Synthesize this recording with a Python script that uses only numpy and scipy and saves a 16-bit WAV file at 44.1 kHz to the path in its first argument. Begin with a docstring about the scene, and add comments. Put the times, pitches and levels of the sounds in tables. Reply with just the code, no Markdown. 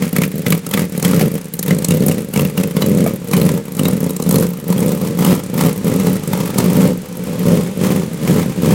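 """A hot rod with open side pipes creeps into an enclosed trailer on a choppy, surging idle.
Each firing spits a hiss of gas, barks as rough noise and booms through the pipe's resonances.
The engine surges several times a second; distinct firings, from small puffs to loud cracks, stand out,
the ordinary ones just before them weak.
As the car moves inside, the walls' growing echo smears the pops into a rumble. The ramp knocks once."""
import sys
import numpy as np
from scipy import signal
from scipy.fft import rfft, irfft, next_fast_len
from scipy.io import wavfile
from scipy.ndimage import uniform_filter1d, minimum_filter1d

SR = 44100
rng = np.random.default_rng(int(sys.argv[2]) if len(sys.argv) > 2 else 0)


def transcribe(signal):
    """Save signal, clipped to [-1, 1], as a 16-bit WAV file at the path in sys.argv[1]."""
    frames = np.atleast_2d(signal).T
    limited = np.clip(frames, -1, 1)
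    pcm = np.round(limited * 32767).astype(np.int16)
    wavfile.write(sys.argv[1], SR, pcm)


N = 385434

# colour of the walls' answer: (frequency [Hz], gain [dB])
WALL_COLOUR = [(70, 3), (150, -1), (220, -0.5), (350, 1.5), (520, 6), (700, 0), (1300, 2.5), (3000, -2),
               (9000, 0), (15000, -16)]
# how fast the trailer's echo dies: (frequency [Hz], time to fall 60 dB [s])
TRAILER_DECAY = [(150, 0.27), (500, 0.13), (2000, 0.13), (12000, 0.1)]
# the way into the trailer: (time [s], wall answer [dB], spit of the ordinary firings [dB],
# brightness of the pipe mouth [dB], gas hiss [dB])
WAY_INSIDE = [(0, -19.5, 0, 4, -0.5), (1.2, -19.5, -2.5, 2, -0.5), (3, -13, -3, 1, -2),
              (4.3, -15, -2.5, -2.5, -1.5), (6.1, -10, -3, -1.5, 0.5), (7.4, -7.5, -6.5, -1.5, 1.5),
              (8.7, -7, -10.5, 0, 1)]
# a knock as the car rolls over the ramp: (time [s], level [dB])
RAMP_KNOCKS = [(3.063, -7.5)]
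# tones of the struck ramp: (frequency [Hz], level [dB], time to fall 60 dB [s])
RAMP_TONES = [(649, -0.5, 0.041), (1230, -13, 0.049), (1601, -15, 0.018), (2270, -17, 0.052)]
# colour of the steady flow of gas: (frequency [Hz], relative level per Hz [dB])
GAS_COLOUR = [(900, 10), (1600, 9), (2300, 9.5), (5000, 3.5), (7500, 5), (11000, -0.5), (16000, -16)]
# whistling bands of a firing's spit: (centre [Hz], width [Hz], level [dB])
SPIT_BANDS = [(4070, 380, -19), (8330, 2630, -6.5), (11360, 2700, -10), (13000, 2400, -7.5)]
# the low throat of the bark: (frequency [Hz], relative level per Hz [dB])
THROAT_COLOUR = [(450, -79), (710, -1), (860, 0), (1080, -2.5), (1320, -4), (1550, -19.5), (3000, -16.5)]
# the brassy edge of the bark: (frequency [Hz], relative level per Hz [dB])
EDGE_COLOUR = [(900, -22), (1550, -3.5), (2080, 0), (2700, -5), (3450, -9.5), (5000, -9.5), (9000, -12)]
# exhaust pipe resonances: (frequency [Hz], width [Hz], relative level [dB])
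PIPE_RESONANCES = [(107, 10, -33), (174, 39.6, 13.5), (226.6, 9.5, -6.5), (371, 30, -8.5), (435, 51, -4),
                   (515, 20, -24)]
# crosswise tones of the pipe, before each firing varies them:
# (frequency [Hz], level [dB], time to fall 60 dB [s])
CROSS_TONES = [(1285, -7, 0.037), (2165, -6.5, 0.027), (2807, -17, 0.033), (3202, -8, 0.042)]
# the idle between surges: (time [s], level [dB])
IDLE_LEVEL = [(0, -25), (.9, -25), (1.5, -28), (2.3, -25), (3.1, -24), (3.7, -26), (4.6, -26), (5.4, -23),
              (6.5, -20.5), (7.1, -28), (7.7, -24.5), (8.7, -23)]
# the engine catches and surges: (time of full strength [s], hold [s], rise [s], level [dB], extra rasp [dB])
ENGINE_SURGES = [(0, 0.031, 0.02, -15, 5.5), (0.156, 0.052, 0.045, -14, 5),
                 (0.328, 0.072, 0.019, -21, -2.5), (0.467, 0.074, 0.021, -16, 1),
                 (0.741, 0.056, 0.038, -14, 4.5), (0.951, 0.031, 0.022, -19, 7),
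                 (1.049, 0.2, 0.043, -12, 1.5), (1.344, 0.0092, 0.018, -18, -2),
                 (1.689, 0.035, 0.058, -13, -2), (1.82, .02, .03, -19, 3), (1.902, .22, 0.097, -14, -2),
                 (2.355, 0.075, 0.041, -13, -1.5), (2.57, 0.073, 0.052, -16, -1.5),
                 (2.778, 0.29, 0.054, -13, -4.5), (3.338, 0.17, 0.065, -12, -3),
                 (3.799, 0.14, .04, -14, -2), (4.019, 0.073, 0.031, -16, -3),
                 (4.281, 0.14, 0.068, -12, -2.5), (4.697, 0.23, 0.039, -14, -1),
                 (5.011, .11, 0.041, -18, -1), (5.224, 0.087, .06, -11, 4.5),
                 (5.579, 0.076, 0.058, -13, 3.5), (5.87, .25, 0.054, -14, 1), (6.323, 0.091, .07, -15, 2),
                 (6.589, .11, 0.071, -13, 1.5), (6.768, 0.097, 0.044, -11, 1), (7.28, 0.0803, .1, -20, 2),
                 (7.48, .05, .16, -13, 0.5), (7.839, .08, .1, -13, 2.5), (8.299, 0.063, .14, -12, 0.5),
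                 (8.679, 0.053, 0.14, -9, -0.5)]
# eight cylinders in firing order: (blows through the near pipe [1 = yes, 0 = no])
NEAR_CYLINDERS = [1, 0, 1, 0, 0, 1, 0, 1]
# distinct firings from the near pipe, from small idle puffs to loud cracks:
# (time [s], thump [dB], bark [dB], spit [dB], pitch of the bark [Hz])
DISTINCT_FIRINGS = [(.13, -13, -26.5, -22, 740), (0.1643, -11, -15.5, -19, 2210),
                    (0.1849, -4.5, -16, -16, 2230), (.2186, -9, -17, -23, 2200),
                    (0.2361, -12, -14, -22, 2420), (.465, -8, -14, -19, 2030),
                    (0.5047, -8.5, -23, -13, 3410), (0.5241, -7, -11.5, -16, 2180),
                    (.666, -19, -26.5, -18.5, 1330), (0.7123, -16.5, -26, -20, 3167),
                    (.738, -12, -10.5, -14, 3465), (0.7747, -6.5, -11.5, -17, 2010),
                    (0.9778, -13, -32, -15.5, 748), (1.027, -11, -23, -14.5, 2575),
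                    (1.0493, -1.5, -7.5, -5, 3282), (1.1334, -8.5, -17, -26, 1332),
                    (1.2117, 1, -11.5, -13, 751), (1.5386, -23, -33, -18.5, 2878),
                    (1.5928, -14.5, -30, -16.5, 1770), (1.629, -25, -27, -15.5, 3674),
                    (1.6813, -13, -22, -16, 3684), (1.708, -8.5, -13, -17.5, 2130),
                    (1.7866, -12, -28, -22, 4316), (1.8467, -10, -23, -12, 4150),
                    (1.886, -11, -23, -19.5, 2800), (1.908, -5, -17.5, -17.5, 2780),
                    (1.9198, -6, -18.5, -19, 2800), (2.006, -6, -43, -20, 739),
                    (2.0645, -3.5, -24, -13, 753), (2.084, -8, -19, -17, 745),
                    (2.0959, -1.5, -23, -17, 748), (2.114, -16, -20.5, -19, 2820),
                    (2.338, -13, -25, -17, 2870), (2.3607, -10, -17, -18, 2282),
                    (2.3749, -5, -22, -20, 2683), (2.3952, -11, -16.5, -25, 2724),
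                    (2.451, -10.5, -22, -22.5, 2700), (2.577, -12, -16, -21, 2840),
                    (2.6354, -11, -20.5, -18.5, 2594), (2.767, -7, -15.5, -18.5, 938),
                    (2.8214, -4.5, -11, -21, 3930), (3.3135, -12, -30, -19, 969),
                    (3.3347, -4, -9, -12, 1030), (3.3673, -9, -19.5, -16.5, 2937),
                    (3.4155, -2, -18, -18, 4214), (3.4909, -16, -18.5, -23, 1000),
                    (3.794, -9.5, -18, -18.5, 2980), (3.8335, -11, -26, -20, 3646),
                    (3.8543, -3.5, -14, -21, 3763), (3.884, -9, -21, -20, 753),
                    (4.0952, -13.5, -29, -24.5, 3850), (4.1066, -13, -31, -25, 1000),
                    (4.1656, -16.5, -31, -23, 1118), (4.2006, -12, -27.5, -20, 1025),
                    (4.2244, -13.5, -27, -18, 4023), (4.292, -8, -25, -19, 749),
                    (4.311, -15, -23, -16, 974), (4.3431, -2.5, -15.5, -15.5, 1172),
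                    (4.3582, -3.5, -16, -13, 4275), (4.3846, -6, -22, -19, 997),
                    (4.4255, -7.5, -23, -23, 1390), (4.7264, -22, -21, -22, 927),
                    (4.7802, -17, -25, -19.5, 3243), (5.2485, -10.5, -18, -16, 2969),
                    (5.61, -11, -12.5, -24, 831), (6.0689, -4, -16.5, -13, 852.5),
                    (6.3331, -11, -15, -18.5, 876.5), (6.5848, -6.5, -14, -13, 755),
                    (7.1713, -20, -40, -27, 752)]

TOP_HZ = 16000
COAST_S = .05  # a surge takes this much longer to die than to rise
FIRING_HZ = 71.81  # firings per second at idle
CLIMB_HZ_PER_DB = 1.6  # extra firings per second for each dB of surge


def amp(db):
    """Turn decibels into a multiplier."""
    return 10 ** (np.asarray(db) / 20)


def unit(x):
    """Scale a sound to an average (rms) strength of 1."""
    return x / np.sqrt(np.mean(x ** 2) + 1e-20)


def along(points, hz):
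    """Read (frequency, value) points on a logarithmic frequency axis."""
    f, values = np.transpose(points)
    return np.interp(np.log(hz + 1), np.log(f), values)


def curves(rows):
    """Give one value per sample for each column after the time."""
    s, *columns = np.transpose(rows)
    return [np.interp(np.arange(N) / SR, s, column) for column in columns]


def filtered(x, response):
    """Multiply a sound's spectrum by a response that depends on frequency."""
    m = next_fast_len(N + SR // 2)
    hz = np.fft.rfftfreq(m, 1 / SR)
    return irfft(rfft(x, m) * response(hz), m)[:N]


def noise(spectrum):
    """Colour random noise and scale it to rms 1."""
    return unit(filtered(rng.standard_normal(N), lambda hz: amp(along(spectrum, hz))))


def kicks(times, sizes):
    """Place one single-sample push at each time."""
    samples = np.clip(np.round(times * SR).astype(int), 0, N - 1)
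    return np.bincount(samples, sizes, N)


def place(times, sizes, rings):
    """Add one short ring, scaled to its size, at each time."""
    where = np.round(times * SR).astype(int)[:, None] + np.arange(rings.shape[1])
    return np.bincount(where.ravel(), (sizes[:, None] * rings).ravel(), N)[:N]


def vary(sizes, spread_db):
    """Make the firings unequal in strength, at random."""
    return sizes * amp(spread_db * np.tanh(rng.standard_normal(len(sizes))))


def puffs(times, sizes, rise, fall):
    """Loudness outline of gas puffs: each swells up to its time and dies after it; overlaps add as power."""
    t = np.arange(-SR // 20, SR // 20) / SR
    power = np.exp(2 * np.minimum(t / rise, -t / fall))
    return np.sqrt(np.abs(signal.fftconvolve(kicks(times, sizes ** 2), power, 'same')))


def outdoor_rumble(level_db=-50):
    """A faint, steady outdoor rumble made of low-pitched noise."""
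    return amp(level_db) * noise([(20, -13), (80, 22), (400, -29), (4000, -43)])


def trailer(x, echoes=18):
    """The plywood walls answer, boxy and dull; the echo pattern changes as car and listener move."""
    out = np.zeros(N + SR)
    for k in range(echoes):
        hz, t, grains = signal.stft(rng.standard_normal(SR // 3), SR, nperseg=256)
        decay = amp(-60 * t / along(TRAILER_DECAY, hz)[:, None])
        tail = signal.istft(grains * decay, SR, nperseg=256)[1]
        tail = np.pad(tail / np.linalg.norm(tail), (550, 0))  # echo starts about 12 ms late
        # each echo pattern fades into the next
        share = 1 - np.abs(np.arange(N) / N * (echoes - 1) - k)
        part = np.flatnonzero(share > 0)
        echo = signal.fftconvolve(x[part] * np.sqrt(share[part]), tail)
        out[part[0]:][:len(echo)] += echo
    return filtered(out[:N], lambda hz: amp(along(WALL_COLOUR, hz)))


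def ramp():
    """The ramp knocks under the car's weight: a few tones ring and die away."""
    t = np.arange(SR // 4) / SR
    ring = sum(amp(db - 60 * t / t60) * np.sin(2 * np.pi * hz * t) for hz, db, t60 in RAMP_TONES)
    s, db = np.transpose(RAMP_KNOCKS)
    return signal.fftconvolve(kicks(s, amp(db)), ring)[:N]


def effort():
    """Engine level, its rise above idle and extra rasp, in dB: each surge rises, holds and coasts down."""
    t = np.arange(0, N, 40) / SR
    idle = np.interp(t, *np.transpose(IDLE_LEVEL))
    lift, rasp = np.zeros((2, len(t)))
    for s, hold, rise, db, rasp_db in ENGINE_SURGES:
        rising = 1 + (t - s) / rise
        coasting = 1 - (t - s - hold) / (rise + COAST_S)
        shape = np.clip(np.minimum(rising, coasting), 0, 1)
        lift = np.maximum(lift, shape * (db - idle))
        rasp = rasp + shape * rasp_db
    return curves(np.transpose([t, idle + lift, lift, rasp]))


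def firings(lift, stumble=.16, misfire=.25, misfire_db=-11, starved_s=0.016):
    """Ordinary firings, quicker in a surge: times, whether each leaves by the near pipe, strengths in dB."""
    turns = np.cumsum(FIRING_HZ + CLIMB_HZ_PER_DB * lift) / SR  # firings due so far
    k = np.arange(1200)
    due = k + stumble * rng.standard_normal(len(k))
    s = np.interp(due, turns, np.arange(N) / SR)
    to_distinct = np.transpose(DISTINCT_FIRINGS)[0] - s[:, None]
    # a miss is a weak firing: likelier at idle, and certain just before a distinct firing
    missed = rng.random(len(k)) < misfire * amp(-np.interp(due, turns, lift))
    missed |= ((to_distinct > 0) & (to_distinct < starved_s)).any(axis=1)
    # leave out ordinary firings that nearly coincide with a distinct one
    clear = np.abs(to_distinct).min(axis=1) > .5 / FIRING_HZ
    keep = clear & (due > 0) & (due < turns[-1])
    return s[keep], np.take(NEAR_CYLINDERS, k[keep], mode='wrap'), misfire_db * missed[keep]


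def spitting(times, sizes, rise, fall):
    """Gas jets from the pipe: bands of hissing noise, mixed differently in each puff."""
    out = 0
    for hz, width, db in SPIT_BANDS:
        band = unit(filtered(rng.standard_normal(N), lambda f: np.exp(-.5 * ((f - hz) / width) ** 2)))
        out = out + amp(db) * band * puffs(times, vary(sizes, spread_db=7.0), rise, fall)
    return out


def rasping(times, sizes, rise, fall, throat_lag=0.00055, throat_rise=0.006):
    """Turbulence at the pipe mouth: a quick edge, then the throat; their balance follows the brightness."""
    bright = amp(curves(WAY_INSIDE)[2])
    edge = noise(EDGE_COLOUR) * puffs(times, vary(sizes, spread_db=3), rise, fall)
    throat = noise(THROAT_COLOUR) * puffs(times + throat_lag, vary(sizes, spread_db=3), throat_rise, fall)
    return (throat / bright + edge * bright) / np.hypot(bright, 1 / bright)


def twang(times, sizes, spread_db=4, detune=0.0746):
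    """Every slug of hot gas rings the pipe's crosswise tones at its own strengths and pitches."""
    t = np.arange(SR // 25) / SR
    rings = 0
    for hz, db, t60 in CROSS_TONES:
        level, pitch = rng.standard_normal((len(times), 2)).T[:, :, None]
        strength = amp(db + spread_db * np.tanh(level)) * amp(-60 * t / t60)
        rings = rings + strength * np.sin(2 * np.pi * hz * (1 + detune * pitch) * t)
    rings = rings * (1 - np.exp(-t / .0003))  # soften the start
    return place(times, sizes, rings)


def yelps(times, sizes, pitches, t60=0.023, attack=0.00064, wander=0.011):
    """The bark of a distinct firing rings briefly at a wavering pitch of its own."""
    t = np.arange(SR // 25) / SR
    drift = wander * np.cumsum(rng.standard_normal((len(times), len(t))), axis=1)
    tone = np.sin(2 * np.pi * (pitches[:, None] * t + drift))
    return place(times, sizes, tone * amp(-60 * t / t60) * (1 - np.exp(-t / attack)))


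def pipe(x, low_hz=140, high_hz=575, steepness=20):
    """The pipe rings at its resonances; its open end gives off little deep bass, and the treble is cut."""
    def response(f):
        modes = sum(amp(db) * 1j * f * w / (c * c - f * f + 1j * f * w) for c, w, db in PIPE_RESONANCES)
        return modes * f / np.hypot(low_hz, f) / np.sqrt(1 + (f / high_hz) ** steepness)
    # scale so that one push of size 1 rings with energy 1
    ring = filtered(kicks(np.array([.01]), np.ones(1)), response)
    return filtered(x, response) / np.linalg.norm(ring)


def lope(boom_db=-1, rasp_db=-16.5, twang_db=-15, hiss_db=-28.0, spit_db=-23.0,
         hiss_grows=0.53, spit_grows=0.57,  # dB per dB of engine level
         far_boom_db=-1.5, far_rasp_db=-4, far_spit_db=-19, churn=0.43, lead_s=0.023, thin_hz=7000):
    """Ordinary firings boom, rasp and spit; the spit leads each surge, the body shades the far treble."""
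    level, lift, rasp = effort()
    _, spit, _, hiss = curves(WAY_INSIDE)
    t = np.arange(N) / SR
    ahead = np.interp(t + lead_s, t, level)
    s, near, strength = firings(lift)
    far = 1 - near

    pushes = unit(kicks(s, vary(amp(far_boom_db * far + strength), spread_db=4.5)))
    boom = pipe((pushes + churn * rng.standard_normal(N)) * amp(level + boom_db))

    bark = vary(amp(far_rasp_db * far + strength), spread_db=4)
    rough = amp(rasp_db) * unit(rasping(s, bark, rise=0.0015, fall=0.0098))
    barks = amp(level + rasp) * (rough + amp(twang_db) * twang(s, bark))

    spit_sizes = vary(amp(far_spit_db * far + strength), spread_db=0.5)
    spits = spitting(s, spit_sizes, rise=.0009, fall=0.004)
    thin = unit(filtered(spits, lambda f: f / np.hypot(f, thin_hz)))
    jets = amp(spit_grows * ahead + spit_db + spit) * thin

    gas_flow = amp(hiss_grows * level + hiss_db + hiss) * noise(GAS_COLOUR)
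    return boom + barks + jets + gas_flow


def near_pops(thump_db=24, bark_db=-1, twang_db=-4, yelp_db=4, spit_db=3, churn_db=-29):
    """A valve opens on a distinct firing: gas spits and barks, then the pressure wave rings the pipe."""
    s, thump, bark, spit, pitch = np.transpose(DISTINCT_FIRINGS)
    wave = s + .0014  # the thump follows a moment later
    churn = amp(churn_db) * puffs(wave, amp(thump), rise=0.00061, fall=0.0072) * rng.standard_normal(N)
    boom = amp(thump_db) * pipe(kicks(wave, amp(thump)) + churn)
    rasp = amp(bark_db) * rasping(s, amp(bark), rise=.0009, fall=0.0062)
    ring = amp(twang_db + curves(WAY_INSIDE)[2]) * twang(s, amp(bark))
    yelp = amp(yelp_db) * yelps(s, amp(bark), pitch)
    jet = amp(spit_db) * spitting(s, amp(spit), rise=0.0011, fall=0.0035)
    return boom + rasp + ring + yelp + jet


def scene():
    """Add the exhaust and ramp, the trailer's answer to them, and the outdoor rumble."""
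    car = near_pops() + lope() + ramp()
    walls = trailer(car * amp(curves(WAY_INSIDE)[0]))
    return (car + walls + outdoor_rumble())[None]


def record(dry, ceiling=0.91):
    """A fast limiter turns down the loudest pops; then everything above the top frequency is removed."""
    need = np.minimum(1, ceiling / (np.abs(dry[0]) + 1e-9))
    gain = uniform_filter1d(minimum_filter1d(need, size=300), size=200)  # sizes in samples
    return filtered(dry[0] * gain, lambda hz: hz < TOP_HZ)[None]


dry = scene()
out = record(dry)
transcribe(out)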